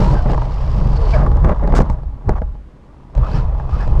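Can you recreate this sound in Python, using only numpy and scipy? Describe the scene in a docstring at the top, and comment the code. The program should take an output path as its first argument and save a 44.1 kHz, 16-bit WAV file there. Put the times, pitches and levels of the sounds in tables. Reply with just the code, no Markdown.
"""A small electric toy truck on beach sand, the microphone riding on its deck, surf in the distance.
It races along: gears whine with the motor's speed, the plastic chassis rattles and knocks, and the
bouncing body and rushing air rumble at the microphone. Near 1.75 s it flips, sand spraying over
the shell, and at 2.3 s it lands. It rests briefly with the surf behind it, then at 3.15 s
pulls away, the gears now gritty."""
import sys
import numpy as np
from scipy import signal
from scipy.fft import rfft, irfft, next_fast_len
from scipy.io import wavfile
from scipy.ndimage import uniform_filter1d

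SR = 44100
rng = np.random.default_rng(int(sys.argv[2]) if len(sys.argv) > 2 else 0)


def put_to_file(sound):
    """Save the sound as 16-bit audio at rate SR, in the file named by the first command-line argument."""
    columns = np.atleast_2d(sound).T  # one column per channel
    safe = np.clip(columns, -1, 1)
    whole_steps = np.round(safe * 32767)
    wavfile.write(sys.argv[1], SR, whole_steps.astype(np.int16))


N = 176400
T = np.arange(N) / SR

# Spectrum of the distant waves: frequency_hz, gain_db
SURF_SPECTRUM = [(60, -21.5), (125, 2), (170, -4), (240, 0.5), (400, -7.5), (900, -21.5), (1440, -21.5),
                 (2620, -29.5), (7000, -42), (10000, -47.5), (14000, -63)]
# Gear mesh, following the motor's speed: time_s, pitch_hz
MESH_PITCH = [(0, 1350), (.1, 1405), (.17, 1602), (.29, 1212), (.6, 1650), (.97, 1519), (1.11, 1456),
              (1.16, 1660), (1.5, 1154), (3.18, 927), (3.28, 1333), (3.31, 1432), (3.34, 1620),
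              (3.36, 1884), (3.39, 1436), (3.5, 1124), (3.72, 1172), (3.775, 1309), (3.805, 1638),
              (3.84, 1646), (4, 1015)]
# Motor effort, one list before the flip and one after the restart: time_s, level_db
MOTOR_EFFORT = [
    [(0.03, -43), (0.266, -55), (0.318, -45), (0.326, -54.5), (0.942, -51), (0.968, -47), (0.984, -53),
     (1.144, -43), (1.226, -57), (1.43, -67)],
    [(3.21, -62.5), (3.346, -47.5), (3.414, -55), (3.454, -67), (3.566, -74), (3.57, -64), (3.684, -69),
     (3.692, -57.5), (3.832, -52.5), (3.86, -58)],
]
# Spectrum of the fizzing gear teeth: frequency_hz, gain_db
FIZZ_SPECTRUM = [(900, -8), (1800, 5.5), (3050, 5.5), (3700, 0.5), (4700, 2.5), (5400, 1), (6200, -6.5),
                 (8000, -12), (10000, -24.5), (15000, -50)]
# The gears sing out under load: start_s, length_s, tone_db, third_harmonic_db
GEAR_SURGES = [(0.058, 0.057, -49, -55), (0.157, 0.057, -37, -73), (0.961, 0.014, -43, -41),
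               (1.025, 0.12, -61, -56), (1.131, 0.03, -27.5, -51), (3.224, 0.05, -31, -66),
               (3.305, 0.092, -47, -53), (3.723, 0.045, -32, -75), (3.788, 0.057, -40, -66)]
# The drivetrain moans as it slows: start_s, length_s, start_hz, end_hz, level_db
GEAR_MOANS = [(0.0069, .12, 890, 1000, -27.5), (.18, .07, 678, 750, -29), (.98, 0.095, 460.4, 425, -27),
              (1.134, 0.0326, 710, 580, -15), (1.13, .022, 2230, 2260, -32)]
# Chassis shaking, one list each for the run, the tumble and pulling away: time_s, level_db
CHASSIS_SHAKE = [
    [(0.01, -22.5), (0.242, -31.5), (0.472, -31), (0.756, -31), (1.162, -26), (1.29, -31), (1.68, -32),
     (1.72, -29.5)],
    [(1.83, -27.5), (1.986, -40.5), (2.058, -47.5), (2.382, -42), (2.514, -50), (2.62, -56)],
    [(3.14, -47.5), (3.17, -32.5), (3.32, -31.5), (3.59, -36), (3.98, -32)],
]
# Resonances of the plastic chassis: pitch_hz, gain_db, t60_s
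CHASSIS_MODES = [(317, -9.5, 0.1), (491.5, -4.5, 0.072), (618.5, -0.5, 0.049), (832, 1, 0.08),
                 (1108, -1.5, 0.021), (1240, -12, 0.0065), (1620, -11, .025), (2074, -19.5, 0.022)]
# Spectra of rattling parts and of sharp cracks on the shell: frequency_hz, gain_db
RATTLE_SPECTRUM = [(120, 13), (260, -10.5), (450, 3), (650, -1.5), (1000, 4), (1400, -11), (2200, -29.5),
                   (3500, -32.5), (7000, -44), (12000, -82.5)]
CRACK_SPECTRUM = [(500, -7.5), (2000, 10), (4500, 3), (8000, -6), (10000, -25), (15000, -42.5)]
# Buffeting at the microphone, and tyres drumming over the sand: time_s, level_db
BUFFET_LEVEL = [(0.0, -11), (0.41, -13.5), (0.43, -18), (0.81, -12.5), (1.46, -8.5), (1.55, -16),
                (1.78, -7), (1.88, -18.5), (1.92, -10), (1.99, -26.5), (2.07, -18.5), (2.24, -34),
                (2.29, -8), (2.34, -17), (2.46, -18), (2.75, -44), (3.15, -39.5), (3.163, -9), (3.24, -10),
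                (3.26, -23.5), (3.35, -15), (3.56, -15), (3.63, -23.5), (3.66, -15), (3.7, -29),
                (3.73, -11), (3.81, -16), (3.9, -11), (3.97, -9)]
DRUM_LEVEL = [(0.0, 8), (0.01, -15), (0.15, -12), (0.23, -45), (0.27, -15), (0.54, -27.5), (0.86, -14.5),
              (1.05, -26.5), (1.19, -14), (1.41, -20.5), (1.45, -12.5), (1.56, -31), (1.82, -12),
              (1.84, -22.5), (2.22, -43), (2.29, -10), (2.35, -35.5), (2.62, -48), (3.15, -40),
              (3.19, -12.5), (3.27, -31), (3.36, -14), (3.48, -29.5), (3.98, -19.5)]
# Spectra of that buffeting and drumming: frequency_hz, gain_db
BUFFET_SPECTRUM = [(15, -12.5), (27, -1), (33, -6), (42, 5), (53, -3), (68, -3.5), (95, -19), (130, -20.5),
                   (180, -32.5), (260, -54), (500, -52.5), (1200, -113)]
DRUM_SPECTRUM = [(50, -28.5), (100, -7.5), (132, 8.5), (165, -6), (200, -8), (250, -17.5), (350, -19.5),
                 (500, -22.5), (1200, -77)]
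# Sand showers the shell, and crunches where the wheels dig in: start_s, length_s, level_db
SAND_SPRAYS = [(0, 0.15, -41), (1.75, 0.044, -26), (1.762, 0.017, -31), (1.799, 0.024, -34.5),
               (1.898, 0.0051, -33.5), (1.904, 0.035, -51.5)]
SAND_CRUNCHES = [(0.107, .055, -33), (1.155, 0.073, -27), (1.44, 0.075, -27.5), (2.257, 0.035, -43),
                 (2.286, 0.014, -24.5), (2.317, 0.029, -36), (2.353, 0.038, -32), (3.339, 0.074, -31.5),
                 (3.796, 0.057, -32)]
# Spectra of that spray and crunch: frequency_hz, gain_db
SPRAY_SPECTRUM = [(400, 14.5), (1400, 18), (2800, 0), (5000, 1), (7000, 0), (9500, -12.5), (15000, -26)]
CRUNCH_SPECTRUM = [(200, -3), (500, 6.5), (1100, 8.5), (2000, -12), (3200, -24.5), (7000, -36),
                   (12000, -65)]
# The suspension bottoms out: start_s, length_s, level_db
SUSPENSION_BUMPS = [(.01, 0.029, -20.5), (0.129, 0.041, -23), (0.254, 0.075, -24), (1.197, 0.085, -25),
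                    (1.455, 0.081, -21.5), (1.624, 0.034, -21.5), (1.681, 0.1, -23.5), (1.806, 0.023, -22),
                    (2.309, 0.034, -29.5), (3.765, 0.0065, -25.5)]
# Spectrum of its dull judder: frequency_hz, gain_db
BUMP_SPECTRUM = [(90, -28), (200, 13), (300, -3.5), (480, 2.5), (620, 2), (900, -15), (2000, -23.5),
                 (5000, -72)]
# Knocks on the chassis: start_s, level_db, relative_treble_db, relative_thump_db, ring_hz
CHASSIS_KNOCKS = [(.259, -20, -26, 15, 860), (0.299, -18, -18, 18.5, 680), (0.317, -19.5, -11, -17, 398),
                  (0.332, -14, -28, -23, 815), (.344, -19.5, -15, -5, 1100), (0.378, -15, -22, -3, 944),
                  (0.419, -17, -19, -13, 940), (1.246, -25, -21, -4, 420), (1.264, -16, -37, -16, 1155),
                  (1.316, -17.5, -20, 11, 830), (1.369, -22, -18.5, -24, 597),
                  (1.446, -15, -16.5, 9.5, 394), (1.488, -21, -15, -8, 1120), (1.494, -10, -35, 2, 593),
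                  (1.517, -18, -37, -2, 611), (1.637, -23, -50, 16.5, 640), (1.675, -18.5, -14, 8, 400),
                  (1.723, -14, -26, -12, 550), (1.803, -7.5, -32, 13, 513), (1.818, -24.5, -8, 3, 780),
                  (1.899, -18.5, -32, 13, 907), (1.943, -32.5, -23, -10, 665), (2.033, -35, -14, -10, 700),
                  (2.303, -19.5, -43, 7, 595), (2.418, -19.5, -32, 11.5, 475), (2.552, -38, -30, 12, 444),
                  (3.151, -28, -5, -9, 653), (3.177, -24, -11.5, -12, 563), (3.598, -23, -32, -14, 780),
                  (3.693, -26.5, -28, -7, 838), (3.876, -22, -12.5, 9, 578)]
# The body slams on the ground: start_s, level_db, relative_crack_db
GROUND_SLAMS = [(1.74, -6.5, -28), (1.7907, -4, -26), (2.2936, -2, -14.5)]
# Resonances of the whole truck, damped by the ground: pitch_hz, gain_db, t60_s
TRUCK_MODES = [(188, -5.5, 0.024), (396, 6.5, 0.012), (700, 5, 0.0094), (1094, -10.5, 0.017)]
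# Resonances of the gearbox housing: pitch_hz, gain_db, t60_s
HOUSING_MODES = [(2180, -6, 0.0065), (2560, 5, 0.024), (3040, -2.5, 0.017), (4200, -6, 0.0092),
                 (5200, -9, 0.011)]

# Trims on top of the tables' levels
FIZZ_DB, WHINE_DB, WHINE_THIRD_DB = 3.5, -3, -5.5
RATTLE_DB, CHASSIS_DB, GRIT_DB = 2.5, -5.5, -31
BUFFET_DB, DRUM_DB = -0.5, -3
CONTACT_DB, PANEL_DB, THUMP_DB, SLAM_DB = -3.5, -1.5, -2, -0.5


def from_db(db):
    """Decibels to gain."""
    return 10 ** (np.asarray(db) / 20)


def rms_one(x):
    """Scale to rms 1."""
    return x / np.sqrt(np.mean(x ** 2) + 1e-20)


def peak_one(x):
    """Scale to peak 1."""
    return x / np.abs(x).max()


def curve(rows):
    """Join (time_s, value) rows by straight lines."""
    return np.interp(T, *np.transpose(rows))


def drift(rate_hz):
    """Smooth random wander with a spread of 1."""
    hop, settle = 40, 2000
    pole = np.exp(-2 * np.pi * rate_hz * hop / SR)
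    noise = rng.standard_normal(N // hop + settle + 2)
    slow = signal.lfilter([1], [1, -2 * pole, pole * pole], noise)[settle:]
    return np.interp(np.arange(N) / hop, np.arange(len(slow)), rms_one(slow))


def colour(x, spectrum):
    """Causal filter with the given (frequency_hz, gain_db) shape."""
    size = 2 * next_fast_len(len(x))
    hz, db = np.transpose(spectrum)
    bin_db = np.interp(np.log(np.fft.rfftfreq(size, 1 / SR) + 1), np.log(hz), db)
    cepstrum = irfft(np.log(from_db(bin_db)))
    cepstrum[1:size // 2] *= 2  # fold to minimum phase
    cepstrum[size // 2 + 1:] = 0
    return irfft(rfft(x, size) * np.exp(rfft(cepstrum)))[:len(x)]


def even_noise(spectrum, window_s):
    """Coloured noise held near rms 1 over a sliding window."""
    noise = colour(rng.standard_normal(N), spectrum)
    return noise / np.sqrt(uniform_filter1d(noise ** 2, int(window_s * SR)) + 1e-12)


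def ring(x, hz, t60_s):
    """Resonator: a unit click starts a decaying sine of height 1."""
    radius, angle = from_db(-60 / (t60_s * SR)), 2 * np.pi * hz / SR
    return signal.lfilter([0, np.sin(angle)], [1, -2 * radius * np.cos(angle), radius ** 2], x + 1e-18)


def grains(per_s, spread_db):
    """Random clicks of uneven size."""
    hits = rng.random(N) < per_s / SR
    sizes = from_db(spread_db * np.minimum(rng.exponential(1, N), 4))
    return hits * sizes * rng.choice([-1, 1], N)


def swell(start_s, length_s, edge_s):
    """Rise, hold, fall."""
    return np.clip(np.minimum(T - start_s, start_s + length_s - T) / edge_s + .5, 0, 1)


def add(out, start_s, sound):
    """Mix a sound in at a time."""
    i = max(int(start_s * SR), 0)
    out[i:i + len(sound)] += sound[:N - i]


def turns(hz, wobble, rate_hz):
    """Phase of a shaft that runs unevenly."""
    return 2 * np.pi * np.cumsum(hz * (1 + wobble * drift(rate_hz))) / SR


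def surf(level_db=-47.5):
    """Steady wash of distant waves."""
    wash = colour(rng.standard_normal(N), [(40, -20), *SURF_SPECTRUM])
    return from_db(level_db) * rms_one(wash)


def gears():
    """Teeth mesh roughly, whining and fizzing with effort; they die away from flip to restart."""
    racing, leaving = MOTOR_EFFORT
    effort = from_db(curve([*racing, (1.72, -66), (1.95, -85), (3.1, -85), *leaving, (3.95, -62)]))
    mesh = turns(curve(MESH_PITCH), wobble=.036, rate_hz=280)
    teeth = rng.standard_normal(N) * (1 + .7 * np.cos(mesh)) * from_db(3 * drift(160))
    fizz = rms_one(colour(teeth, FIZZ_SPECTRUM))
    tone = np.sin(mesh + .5 * drift(300))
    third = np.sin(3 * mesh + drift(400))
    chatter = rms_one(from_db(4.5 * drift(130)))
    whine = effort * (from_db(WHINE_DB) * tone + from_db(WHINE_THIRD_DB) * third)
    for start_s, length_s, tone_db, third_db in GEAR_SURGES:
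        surge = from_db(tone_db) * tone + from_db(third_db) * third
        whine += swell(start_s, length_s, edge_s=.023) * surge
    return effort * from_db(FIZZ_DB) * fizz + whine * chatter


def moans():
    """The slowing drivetrain moans in short, juddering glides."""
    out = np.zeros(N)
    for start_s, length_s, start_hz, end_hz, db in GEAR_MOANS:
        glide_hz = curve([(start_s, start_hz), (start_s + length_s, end_hz)])
        tone = np.sin(turns(glide_hz, wobble=.04, rate_hz=260))
        judder = rms_one(from_db(3.5 * drift(110)))
        out += from_db(db) * judder * swell(start_s, length_s, edge_s=.012) * tone
    return out


def chassis_rattle():
    """Tread and loose parts patter into the chassis under the microphone; grit ticks on the shell."""
    shake = from_db(curve([row for stretch in CHASSIS_SHAKE for row in stretch]))
    patter = rms_one(grains(per_s=600, spread_db=3.5)) + .91 * rng.standard_normal(N)
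    modes = rms_one(sum(from_db(db) * ring(patter * (1 + drift(110)), hz, t60_s) * (-1) ** k
                        for k, (hz, db, t60_s) in enumerate(CHASSIS_MODES)))
    rattle = rms_one(colour(patter, RATTLE_SPECTRUM))
    grit = rms_one(colour(grains(per_s=320, spread_db=3), CRACK_SPECTRUM))
    return shake * (from_db(RATTLE_DB) * rattle + from_db(CHASSIS_DB) * modes + from_db(GRIT_DB) * grit)


def buffeting():
    """The bouncing body and rushing air make a lumpy rumble right at the microphone."""
    return even_noise(BUFFET_SPECTRUM, window_s=.05) * from_db(BUFFET_DB + curve(BUFFET_LEVEL))


def tyres():
    """Just below the deck, the tyres drum hollowly over the sand."""
    return even_noise(DRUM_SPECTRUM, window_s=.06) * from_db(DRUM_DB + curve(DRUM_LEVEL))


def sand():
    """Thrown sand hits the shell as a dense shower of grains; under the wheels it crunches duller."""
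    shower = rms_one(colour(grains(per_s=4500, spread_db=2.5), SPRAY_SPECTRUM))
    crunch = rms_one(colour(grains(per_s=2500, spread_db=2.5), CRUNCH_SPECTRUM))
    out = np.zeros(N)
    for sound, bursts in ((shower, SAND_SPRAYS), (crunch, SAND_CRUNCHES)):
        for start_s, length_s, db in bursts:
            out += from_db(db) * swell(start_s, length_s, edge_s=.0054) * sound
    return out


def suspension():
    """Short dull judders as the wheels hit ridges in the sand."""
    bumps = sum(from_db(db) * swell(start_s, length_s, edge_s=.0034)
                for start_s, length_s, db in SUSPENSION_BUMPS)
    return bumps * even_noise(BUMP_SPECTRUM, window_s=.0081)


def knocks():
    """Short scuffs, heard close, ring one panel and the chassis, with a crack and a low thump."""
    out, t = np.zeros(N), T[:SR // 8]
    click = 1.0 * (t == 0)
    for start_s, db, treble_db, thump_db, ring_hz in CHASSIS_KNOCKS:
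        scuffs = rng.standard_normal((len(CHASSIS_MODES) + 1, len(t))) * np.exp(-t / .0032)
        body = sum(from_db(mode_db) * ring(scuff, hz, t60_s)
                   for scuff, (hz, mode_db, t60_s) in zip(scuffs, CHASSIS_MODES))
        contact = 1.2 * peak_one(body) + peak_one(colour(scuffs[0], CRUNCH_SPECTRUM))
        panel = from_db(PANEL_DB) * ring(click, ring_hz, t60_s=.041) * (1 - np.exp(-t / .00014))
        crack = from_db(treble_db) * peak_one(colour(scuffs[-1], CRACK_SPECTRUM))
        thump = from_db(THUMP_DB + thump_db) * ring(click, hz=181, t60_s=.02)
        add(out, start_s, from_db(db) * (from_db(CONTACT_DB) * contact + panel + crack + thump))
    return out


def slams():
    """The truck hits the ground: each hard pulse rings the whole body, with a sharp crack."""
    out, t = np.zeros(N), T[:SR // 8]
    click = 1.0 * (t == 0)
    attack = 1 - np.exp(-t / .00049)
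    blow = attack * sum(from_db(db) * ring(click, hz, t60_s) for hz, db, t60_s in TRUCK_MODES)
    crack = peak_one(colour(click, CRACK_SPECTRUM))
    for start_s, db, crack_db in GROUND_SLAMS:
        add(out, start_s, from_db(SLAM_DB + db) * (blow + from_db(crack_db) * crack))
    return out


def housing_rasp(restart_s=3.15, pinion_teeth=9, full_effort_db=-48.5):
    """After the restart the gears run gritty: they catch once a turn and ring their housing."""
    shaft = turns(curve(MESH_PITCH) / pinion_teeth, wobble=.08, rate_hz=60)
    grit = grains(per_s=4000, spread_db=2) * (1 + np.cos(shaft)) ** 2
    housing = rms_one(sum(from_db(db) * ring(grit, hz, t60_s) for hz, db, t60_s in HOUSING_MODES))
    effort_db = curve([*MOTOR_EFFORT[1], (3.95, -62)])
    level_db = full_effort_db + .75 * (effort_db - effort_db.max())
    return housing * swell(restart_s, length_s=2, edge_s=.02) * from_db(level_db)


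def scene():
    """One microphone on the deck: the truck close up, the surf far behind."""
    running = gears() + moans() + chassis_rattle() + buffeting() + tyres() + sand() + suspension()
    return (surf() + running + knocks() + slams() + housing_rasp())[None]


def record(dry):
    """The recorder rounds off the highest peaks and cuts the treble above 15.2 kHz."""
    limited = dry / (1 + dry ** 8) ** (1 / 8)
    return signal.sosfilt(signal.ellip(10, .1, 80, 15200, fs=SR, output="sos"), limited)


dry = scene()
out = record(dry)
put_to_file(out)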